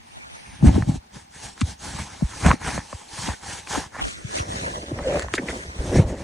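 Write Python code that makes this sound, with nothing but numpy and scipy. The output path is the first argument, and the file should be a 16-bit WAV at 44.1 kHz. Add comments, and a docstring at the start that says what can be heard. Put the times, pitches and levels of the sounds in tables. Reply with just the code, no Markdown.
"""A phone is moved about in folds of clothing in a quiet room, its two microphone ports brushing the cloth.
Loose fabric swishes past first. From 0.6 s, strokes hiss, rasp and rumble over the case, seams catch
with small clicks and soft bumps thud with a falling pitch. Around 4 s the cloth presses on the ports and
scrubs across them, taut threads squeak, and a wobbling notch climbs through the mids of the rustle.
For the last two seconds the tight cloth drags with a hollow groan."""
import sys
import numpy as np
from scipy import signal
from scipy.fft import rfft, irfft, next_fast_len
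from scipy.io import wavfile
from scipy.ndimage import uniform_filter1d

SR = 44100
rng = np.random.default_rng(int(sys.argv[2]) if len(sys.argv) > 2 else 0)


def generate_wav(signal):
    """Clip the signal to [-1, 1] and save it as 16-bit WAV at the path in sys.argv[1]."""
    frames = np.transpose(np.atleast_2d(signal))
    scaled = np.clip(frames, -1, 1) * 32767
    pcm = np.round(scaled).astype(np.int16)
    wavfile.write(sys.argv[1], SR, pcm)


N = 274743
T = np.arange(N) / SR
LEFT_RIGHT = np.array([[1], [-1]])
# resonances of the phone's case: (frequency [Hz], width [Hz], level [dB])
CASE_MODES = [(522, 280, 15), (850, 67, -22), (1032, 150, 6.5), (1276, 33, 1), (1458, 110, -1),
              (1630, 80, -8), (1746, 170, 0.5), (2160, 130, -17), (2330, 21, -3), (4240, 630, -12),
              (6950, 1600, -2)]


def undb(db):
    """Decibels to gain."""
    return 10 ** (np.asarray(db) / 20)


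def unit(x):
    """Scale to rms 1."""
    return x / np.sqrt(np.mean(x ** 2))


def add(track, s, sound):
    """Mix a short two-channel sound in at time s."""
    start = int(s * SR)
    track[:, start:start + sound.shape[1]] += sound[:, :N - start]


def curves(table):
    """One automation curve per column, in straight lines between the times in the first."""
    s, *columns = np.transpose(table)
    return [np.interp(T, s, column) for column in columns]


def swells(table, edge_db=14, rise_power=1.62, fall_power=1.61):
    """Slides gather speed, crest and slow down: one envelope per level column, overlaps adding in power."""
    t, power = T[::64], 0
    for start, rise_s, fall_s, *levels_db in table:
        past = t - start - rise_s
        # an exponent of 1 makes a pointed crest, 2 a round one
        away = np.where(past < 0, np.abs(past / rise_s) ** rise_power, np.abs(past / fall_s) ** fall_power)
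        shape = undb(-edge_db * np.minimum(away, 10))
        power = power + np.outer(undb(levels_db) ** 2, shape ** 2)
    return np.array([np.interp(T, t, gain) for gain in np.sqrt(power)])


def colour(x, points):
    """EQ through (frequency [Hz], gain [dB]) points."""
    size = next_fast_len(N, real=True)
    bins_hz = np.maximum(np.arange(size // 2 + 1) * SR / size, 1)
    hz, db = np.transpose(points)
    gain = undb(np.interp(np.log(bins_hz), np.log(hz), db))
    return irfft(rfft(x, size) * gain, size)[..., :N]


def resonate(x, hz, width):
    """A two-pole resonance with gain 1 at its centre."""
    return signal.lfilter(*signal.iirpeak(min(hz, SR / 3), hz / min(width, SR / 3), fs=SR), x)


def ring(x, modes):
    """A set of resonances struck together."""
    return sum(undb(db) * resonate(x, hz, width) for hz, width, db in modes)


def walk(rate):
    """Smooth random modulation of rms 1, turning about rate times a second."""
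    hold = max(int(SR / rate), 2)
    steps = np.repeat(rng.standard_normal(N // hold + 1), hold)
    return unit(uniform_filter1d(steps, hold)[:N])


def friction(rate, spread_db):
    """Tiny slips of unequal size, about rate a second."""
    slips = (rng.random(N) < rate / SR) * rng.choice([-1, 1], N)
    return unit(slips * undb(spread_db * np.clip(rng.standard_normal(N), -2, 2)))


def shifting(x, depth_db, size=7):
    """Changing folds bring out now one part of the spectrum, now another."""
    frames = signal.stft(x, SR, nperseg=512)[2]
    patches = rng.standard_normal(frames.shape)
    for axis in (0, 1):
        patches = uniform_filter1d(patches, size, axis=axis)
    return unit(signal.istft(frames * undb(depth_db * unit(patches)), SR)[1][:N])


def room(mid_db=-61, side_db=-56):
    """Room tone: faint steady air, diffuse and wide."""
    # tone of the air in the centre and at the sides: (frequency [Hz], gain [dB])
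    mid_eq = [(20, 2), (60, -26), (220, 12), (400, -9), (1000, -22), (1800, -5.5), (5000, -9), (10000, -31),
              (12000, -53)]
    side_eq = [(50, -13), (230, -28), (600, -8), (1100, -8), (2000, -13.5), (5000, -15), (10000, -27),
               (12000, -17.5)]
    mid = unit(colour(rng.standard_normal(N), mid_eq))
    side = unit(colour(rng.standard_normal(N), side_eq))
    return undb(mid_db) * mid + LEFT_RIGHT * side * undb(side_db)


def swish(unsteady_db=0.5):
    """Loose cloth sweeps past before it touches the case: a light, airy hiss."""
    # passes of the cloth: (start [s], rise [s], fall [s], level [dB])
    sweeps = [(0, 0.12, 0.17, -53.5), (.26, 0.12, 0.11, -49.5), (.39, 0.1, 0.35, -49.5)]
    # their airy tone: (frequency [Hz], gain [dB])
    airy_eq = [(400, -7), (1100, -6.5), (2200, 3), (3400, -4), (4700, -5.5), (6300, -2.5), (7500, -28),
               (8500, -6), (9600, -3.5), (11000, -18), (12000, -45)]
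    gain, = swells(sweeps)
    hiss = shifting(colour(friction(12000, 1.3), airy_eq), depth_db=1.3)
    return hiss * gain * undb(unsteady_db * walk(37))


def scrub(unsteady_db=1.5):
    """Cloth sliding on the ports pushes them in opposite senses: a wide, grainy rustle."""
    # slides right across the ports: (start [s], rise [s], fall [s], level [dB])
    slides = [(0, 0.35, 0.35, -39.5), (3.98, 0.067, 0.16, -29.5), (4.01, 0.011, .015, -24),
              (4.27, 0.12, 0.053, -25), (4.46, 0.12, .34, -28.5), (4.9, 0.24, .15, -31),
              (5.28, .05, 0.14, -35), (5.44, 0.083, 0.49, -34), (5.72, 0.08, 0.42, -45)]
    # their tone: (frequency [Hz], gain [dB])
    rustle_eq = [(100, 3.5), (400, -5), (620, 0), (1100, -0.5), (1500, -4.5), (2000, -6), (3000, -8),
                 (4500, -16), (5200, -17.5), (6200, -16), (7300, -22), (8300, -17), (11000, -37),
                 (12500, -30)]
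    gain, = swells(slides)
    rustle = shifting(colour(friction(4000, 3.9), rustle_eq), depth_db=5)
    return LEFT_RIGHT * rustle * undb(unsteady_db * walk(60)) * gain


def rubbing(gains, cover, ring_db=-2, snag_db=-6, hiss_grip_db=0.75, rasp_grip_db=0.45, rumble_grip_db=3.5):
    """Fibres hiss, the weave rasps and rings the case, and the case rumbles, all in one uneven grip."""
    # tone of the fibres, the weave, the weave under cover and the case: (frequency [Hz], gain [dB])
    fibre_eq = [(1500, -6), (2600, -1.5), (4200, 0.5), (5050, -3.5), (5600, 1.5), (6500, 2.5), (7300, -3),
                (8300, 0), (9500, -6), (11000, -11.5), (12000, -35.5), (15000, -58)]
    weave_eq = [(150, -22), (300, 3.5), (480, -4.5), (720, -7), (1050, 0), (1300, 2.5), (1700, 3),
                (2200, 3.5), (2800, -6), (4500, -48), (12000, -60)]
    covered_eq = [(400, 1), (800, -25), (1150, -5), (1500, -0.5), (2000, 7), (2800, -20)]
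    rumble_eq = [(20, -41), (40, -8.5), (60, 3.5), (110, -2), (180, -5), (300, -11.5), (440, -32.5),
                 (580, -24), (800, -32.5), (5000, -92)]
    hiss_gain, rasp_gain, rumble_gain = gains
    grip = walk(70)
    hiss = shifting(colour(friction(11000, 1.3), fibre_eq), depth_db=2.0)
    # now and then a thicker thread snags
    threads = colour(friction(3000, 3.3) + undb(snag_db) * friction(130, 0.83), weave_eq)
    rasp = shifting(unit(threads) + undb(ring_db) * unit(ring(threads, CASE_MODES)), depth_db=3.0)
    rasp = (1 - cover) * rasp + cover * colour(rasp, covered_eq)
    rumble = unit(colour(friction(900, 2.5), rumble_eq))
    return (hiss * hiss_gain * undb(hiss_grip_db * grip)
            + rasp * rasp_gain * undb(rasp_grip_db * grip)
            + rumble * rumble_gain * undb(rumble_grip_db * grip))


def cloth(creep_db=(-66, -63.5, -62.5), side_limit_db=(-27, -49.5, -18)):
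    """Both ports hear cloth rub the case; each also hears threads of its own, less so when covered."""
    # strokes over the case: (start [s], rise [s], fall [s], hiss [dB], rasp [dB], rumble [dB])
    strokes = [(0.0, 0.21, 0.29, -58.5, -69, -58), (.4, 0.1, 0.13, -65, -60, -48),
               (.628, 0.044, 0.033, -36, -36.5, -15), (.68, .07, 0.12, -41, -43, -20.5),
               (.858, 0.037, 0.07, -43, -49, -23.5), (.925, 0.033, 0.026, -45, -54, -46),
               (1.12, 0.039, 0.094, -47, -51.5, -47.5), (1.31, 0.041, .05, -49.5, -54, -62),
               (1.36, 0.089, 0.09, -39, -47.5, -41.5), (1.56, 0.059, 0.015, -44.5, -47, -52),
               (1.61, 0.09, 0.054, -40.5, -51.5, -40.5), (1.785, 0.019, 0.02, -48, -60, -57),
               (1.8, 0.054, 0.13, -36.5, -41.5, -36), (1.91, 0.099, 0.055, -36.5, -41.5, -35),
               (2.002, 0.067, 0.28, -45.5, -48, -46.5), (2.221, 0.26, 0.078, -36.5, -40, -39),
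               (2.43, 0.039, 0.071, -32, -25, -19.5), (2.52, 0.015, 0.021, -43, -38, -38),
               (2.59, 0.028, .03, -48, -39, -40), (2.612, 0.064, .14, -33.5, -32, -32.5),
               (2.711, 0.048, 0.036, -38, -46, -25), (2.746, 0.2, 0.17, -45, -52, -65),
               (3.092, 0.11, 0.18, -34.5, -44, -50), (3.22, 0.054, 0.068, -34.5, -34, -34.5),
               (3.4, 0.037, 0.043, -46, -47, -51), (3.43, 0.072, 0.13, -36, -40.5, -44),
               (3.545, 0.049, 0.014, -39.5, -52, -50), (3.668, 0.059, 0.035, -33, -39, -43),
               (3.7, 0.056, 0.092, -31, -31, -34.5), (3.91, 0.057, 0.086, -47, -42.5, -46.5),
               (3.975, 0.029, 0.019, -51, -33, -40), (3.99, 0.084, 0.094, -37.5, -45, -45),
               (4.1, 0.1, 0.098, -50, -49.5, -52), (4.27, 0.12, 0.05, -34.5, -35.5, -38.5),
               (4.432, .11, 0.4, -39.5, -43.5, -33.5), (4.939, 0.26, 0.077, -42, -37.5, -31),
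               (5.24, 0.09, 0.055, -52.5, -46, -44), (5.332, 0.023, 0.016, -31, -36, -34),
               (5.374, 0.01, 0.022, -47, -32, -40), (5.39, 0.12, 0.23, -42, -48, -37),
               (5.462, 0.045, 0.014, -41.5, -35.5, -37), (5.73, 0.17, .08, -41, -44, -31.5),
               (5.921, 0.05, 0.062, -34.5, -33.5, -18), (6.06, 0.029, 0.063, -45, -41.5, -29),
               (6.136, 0.067, 0.081, -47.5, -44, -34)]
    # cloth closing on the ports: (time [s], cover [0-1])
    covering = [(3.9, 0), (4.1, 0.5), (4.35, 0.7), (5.2, 0), (6.23, 0)]
    # tone of what differs between the ports: (frequency [Hz], gain [dB])
    side_eq = [(60, -9), (200, -11), (380, 3), (650, 3.5), (1100, -6.5), (1900, -31), (3000, -3),
               (4000, -15.5), (5100, 3.5), (5900, -29), (7200, -7.5), (8200, -8), (11000, 4.5)]
    cover = np.clip(curves(covering)[0], 0, 1)
    # creeping cloth keeps a bed of hiss, rasp and rumble between the strokes
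    gains = np.hypot(swells(strokes), undb(creep_db)[:, None])
    # the loudest rubs sound centred: each layer's side level has a ceiling
    side_gains = gains / np.hypot(1, gains / undb(side_limit_db)[:, None])
    mid = rubbing(gains, cover)
    side = colour(rubbing(side_gains, cover), side_eq) * (1 - cover)
    return mid + LEFT_RIGHT * side


def catches(side_db=-23, snap=5, direct=0.21, rounding=1.08, reach=1.72, quick_reach=2.1):
    """A seam lets go: a short scratch with a snap at its height rings the case."""
    # seams slipping on the case: (time [s], level [dB], centre [Hz], fade [s])
    seams = [(0.624, -21, 700, 0.0019), (.638, -21.5, 686, 0.011), (.75, -21, 850, 0.0057),
             (0.823, -14.5, 1240, 0.00075), (1.576, -29, 1880, .002), (1.579, -32, 5500, 0.00035),
             (1.609, -14, 5200, 0.00082), (1.613, -12, 2340, 0.0011), (1.614, -21.5, 4500, 0.0025),
             (1.984, -23, 1010, 0.0049), (2.209, -26.5, 997, .0015), (2.219, -29.5, 705, 0.0037),
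             (2.444, -12, 860, 0.0027), (2.458, -7, 1010, .0011), (2.4638, -2, 3000, 0.0003),
             (2.476, -9.5, 930, 0.0072), (2.500, -6, 1180, 0.0045), (2.5132, 2.5, 1480, .001),
             (2.526, -15.5, 850, 0.0019), (2.777, -10.5, 1230, 0.001), (2.927, -18.5, 960, 0.0013),
             (3.179, -24.5, 1500, 0.0011), (3.268, -19.5, 3230, 0.0043), (3.288, -14.5, 1070, 0.00089),
             (3.3, -28, 1041, 0.0017), (3.671, -24.5, 2040, 0.0015), (3.753, -14.5, 1130, 0.0019),
             (3.778, -25, 905, 0.0028), (3.947, -25.5, 1090, .0012), (3.963, -24.5, 1000, 0.0013),
             (3.993, -21, 1900, 0.00085), (4.007, -29, 1700, 0.002), (4.384, -21.5, 3230, 0.0063),
             (4.452, -32, 400, 0.0024), (4.912, -24, 480, 0.0033), (4.987, -21.5, 1710, 0.00193),
             (5.087, -31, 1900, .001), (5.126, -25, 1500, 0.00089), (5.137, -23.5, 6000, .0005),
             (5.143, -20, 2400, .0006), (5.157, -16.5, 1820, 0.00064), (5.171, -10.5, 690, 0.0014),
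             (5.195, -13.5, 2600, 0.00033), (5.195, -13.5, 6000, .0006), (5.222, -20, 4500, 0.0007),
             (5.227, -22, 4950, .0007), (5.219, -21.5, 1690, 0.0041), (5.243, -20, 720, 0.002),
             (5.262, -27, 750, 0.0012), (5.284, -19, 1100, 0.00055), (5.3386, -2.5, 2620, 0.00047),
             (5.341, -13, 1510, 0.00099), (5.349, -19, 4470, 0.0042), (5.43, -29, 553, 0.0023),
             (5.955, -8.5, 450, 0.0028), (5.98, -9, 395, 0.0048), (6.07, -27, 620, 0.0029)]
    out, t = np.zeros((2, N)), T[:SR // 8]
    for s, db, hz, fade_s in seams:
        width_hz = hz * 0.82 * (0.001 / fade_s) ** 0.47  # a quicker catch is broader
        envelope = (t / fade_s * np.exp(1 - t / fade_s)) ** rounding
        scratch = rng.standard_normal((2, len(t))) * envelope
        scratch[0, int(fade_s * SR)] += snap
        click = resonate(ring(scratch, CASE_MODES) + direct * scratch, hz, width_hz)
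        # only the quickest snaps reach far above and below their centre
        span = reach + quick_reach * (width_hz / hz) ** 3
        band = signal.butter(2, [hz / span, min(hz * span, SR / 3)], "bandpass", fs=SR, output="sos")
        mid, side = signal.sosfilt(band, click)
        add(out, s, (mid + LEFT_RIGHT * side * undb(side_db)) * undb(db) / np.abs(mid).max())
    # the cloth swallows the highest treble
    return colour(out, [(10000, -3.5), (12500, -24)])


def bumps(rest_hz=52, glide_s=0.015, rough=0.18, waver=0.11, padding=1.19, side_phase_rad=1.13):
    """Padded blows swell and let go: the pitch sinks unevenly as the contact relaxes."""
    # soft blows on the case: (time [s], level [dB], starting pitch [Hz], swell [s])
    blows = [(.627, -5.5, 225, .01), (.641, -7.5, 298, 0.0085), (.652, -5.5, 271, 0.0077),
             (.664, -2, 118, 0.016), (.708, -17, 150, .008), (0.75, -11, 148, 0.011),
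             (.758, -16, 332, 0.0083), (.777, -12.5, 340, 0.006), (.822, -16, 170, 0.0081),
             (.873, -14, 213, .009), (.889, -16, 300, 0.0085), (.905, -21, 260, 0.0091),
             (.937, -27, 170, .009), (.956, -28.5, 340, 0.0054), (0.967, -25.5, 75, 0.012),
             (1.157, -34.5, 300, 0.012), (1.613, -15.5, 347, .008), (1.626, -11.5, 139, 0.013),
             (2.222, -9.5, 286, 0.0074), (2.235, -17, 70, 0.014), (2.459, -4, 290, 0.0077),
             (2.477, -10.5, 90, 0.018), (2.503, -12.5, 240, 0.0091), (2.536, -21, 332, 0.0061),
             (2.777, -23, 200, 0.011), (2.928, -35.5, 328, 0.0069), (2.939, -27.5, 115, 0.012),
             (3.183, -32, 232, .012), (3.279, -25, 346, .009), (3.289, -21, 136, 0.0157),
             (3.774, -22, 406, 0.0068), (4.018, -29.5, 70, 0.027), (4.245, -22.5, 213, 0.0093),
             (4.398, -22.5, 130, .012), (4.912, -22, 462, 0.0059), (4.922, -21.5, 188.5, .012),
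             (5.236, -30, 100, 0.026), (5.337, -21, 530, 0.0065), (5.378, -25.5, 605, 0.0086),
             (5.393, -21, 432, 0.0075), (5.426, -28.5, 420, 0.012), (5.681, -29, 117, 0.013),
             (5.787, -17.5, 89, 0.013), (5.893, -17, 110, .009), (5.935, -14, 170, .01),
             (5.953, -13.5, 420, 0.0063), (5.98, -15, 490, 0.0053), (5.991, -2, 218, 0.0077),
             (6.005, -15.5, 140, 0.014), (6.043, -18, 80, .012)]
    out, t = np.zeros((2, N)), T[:SR // 4]
    unsteady = np.exp(waver * walk(150))
    for s, db, start_hz, swell_s in blows:
        hz = rest_hz + (start_hz - rest_hz) * np.exp(-t / glide_s)
        phase = 2 * np.pi * np.cumsum(hz * np.interp(s + t, T, unsteady)) / SR
        push = undb(db) * (t / swell_s * np.exp((1 - (t / swell_s) ** 2) / 2)) ** padding
        width = (hz - rest_hz) / 200  # only the quick start of a blow differs between the ports
        add(out, s, push * np.array([np.sin(phase), width * np.sin(phase + side_phase_rad)]))
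    mid, side = out * (1 + rough * walk(260))
    return mid + LEFT_RIGHT * side


def squeaks(width_hz=520, flutter_db=5.5):
    """Taut threads chatter on the case for a moment: a narrow, grainy chirp."""
    # chirps of the threads: (start [s], rise [s], fall [s], level [dB], pitch [Hz])
    chirps = [(3.99, 0.021, 0.013, -40, 1860), (5.373, 0.0086, .016, -29, 1850),
              (5.476, 0.035, 0.008, -30.5, 2000)]
    slips = friction(2500, 2.5) * undb(flutter_db * walk(200))
    out = np.zeros(N)
    for *swell, hz in chirps:
        chatter = resonate(resonate(slips, hz, width_hz), hz, width_hz)
        out += unit(chatter) * swells([swell])[0]
    return out


def moving_notch(x, wobble=0.023, half_width_octaves=0.26, upper_share=0.22):
    """A wobbling notch climbs through the mids and hollows out the rustle."""
    # path of the notch, a boost while its depth is negative: (time [s], centre [Hz], depth [dB])
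    notch_path = [(4.0, 830, -12), (4.04, 830, 29), (4.12, 855, 3), (4.18, 891, 19), (4.25, 970, 40),
                  (4.33, 1040, 35), (4.39, 890, 13), (4.52, 980, 0), (4.6, 1150, 20), (4.65, 1140, 4),
                  (4.72, 1250, 28), (4.84, 1240, 25), (4.92, 1230, 0), (5.03, 1200, 3), (5.12, 1240, 9),
                  (5.6, 1240, 3)]
    hz, s, frames = signal.stft(x, SR, nperseg=1024)
    centre_hz, depth_db = curves(notch_path)
    centre_hz = np.interp(s, T, centre_hz * np.exp(wobble * walk(27)))
    octaves = np.log2(np.maximum(hz, 1)[:, None] / centre_hz)
    notch = np.exp(-(octaves / half_width_octaves) ** 2)
    octave_notch = np.exp(-(2 * (octaves - 1) / half_width_octaves) ** 2)
    cut_db = np.interp(s, T, depth_db) * (notch + upper_share * octave_notch)
    return signal.istft(frames * undb(-cut_db), SR)[1][:, :N]


def drag(unsteady_db=3.0, wander=0.04, jitter=0.1, flutter_db=2.5, overtone_db=-24):
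    """Tight cloth shakes the air trapped under it, and sticks and slips in a rough, wandering groan."""
    # pulls of the cloth: (start [s], rise [s], fall [s], judder [dB], groan [dB], pitch [Hz])
    pulls = [(4.34, 0.32, 0.42, -37.5, -44, 575), (4.95, 0.029, 0.13, -35.5, -39, 603),
             (5.044, 0.028, 0.064, -30, -20.5, 551.3), (5.085, 0.056, 0.08, -25.5, -25.5, 582),
             (5.33, 0.1596, 0.2, -35.5, -45, 559.6), (5.81, 0.18, 0.051, -26, -34.5, 528),
             (5.98, 0.098, 0.57, -35.5, -42.5, 557)]
    # resonances of the trapped air: (frequency [Hz], width [Hz], level [dB])
    pocket_modes = [(308, 220, 5), (383, 530, -3), (500, 91, -0.5), (627, 42, -1), (745, 150, -11)]
    judder_gain, groan_gain = swells([row[:5] for row in pulls])
    pocket = ring(friction(1200, 3.4), pocket_modes)
    judder = unit(resonate(pocket, hz=350, width=420)) * undb(unsteady_db * walk(80))
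    hz, = curves([(start + rise_s, pitch_hz) for start, rise_s, *_, pitch_hz in pulls])
    rough_hz = hz * np.exp(wander * walk(50) + jitter * walk(700))
    phase = 2 * np.pi * np.cumsum(rough_hz) / SR
    tone = np.sin(phase) + undb(overtone_db) * np.sin(3 * phase)
    groan = unit(tone * undb(flutter_db * walk(350)))
    return judder * judder_gain + groan * groan_gain


def centre_bass(x):
    """The bass narrows to the centre, below a moving crossover that is highest near the end."""
    # edge below which left and right sound as one: (time [s], crossover [Hz])
    crossover = [(.5, 29.4), (.65, 183), (2.6, 220), (3.1, 100), (4.28, 40), (4.35, 287), (4.5, 413),
                 (4.73, 504), (4.82, 680), (4.98, 660), (5.08, 463), (5.3, 546), (5.5, 820), (5.95, 840)]
    mid, side = (x[0] + x[1]) / 2, (x[0] - x[1]) / 2
    hz, s, frames = signal.stft(side, SR, nperseg=1024)
    slope = (hz[:, None] / np.interp(s, T, curves(crossover)[0])) ** 12
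    high_side = signal.istft(frames * slope / np.hypot(1, slope), SR)[1][:N]
    return mid + LEFT_RIGHT * high_side


def scene():
    """The notched rustle and room tone, with the scrubs, bumps, clicks and squeaks on top."""
    rustle = moving_notch(cloth() + swish() + drag() + room())
    return rustle + scrub() + bumps() + catches() + squeaks()


def record(dry):
    """The phone centres the bass, rounds the loudest peaks and cuts the top."""
    centred = centre_bass(dry)
    rounded = centred / (1 + centred ** 8) ** (1 / 8)
    high_cut = signal.ellip(8, 0.2, 70, 15400, fs=SR, output="sos")
    return signal.sosfilt(high_cut, rounded)


dry = scene()
out = record(dry)
generate_wav(out)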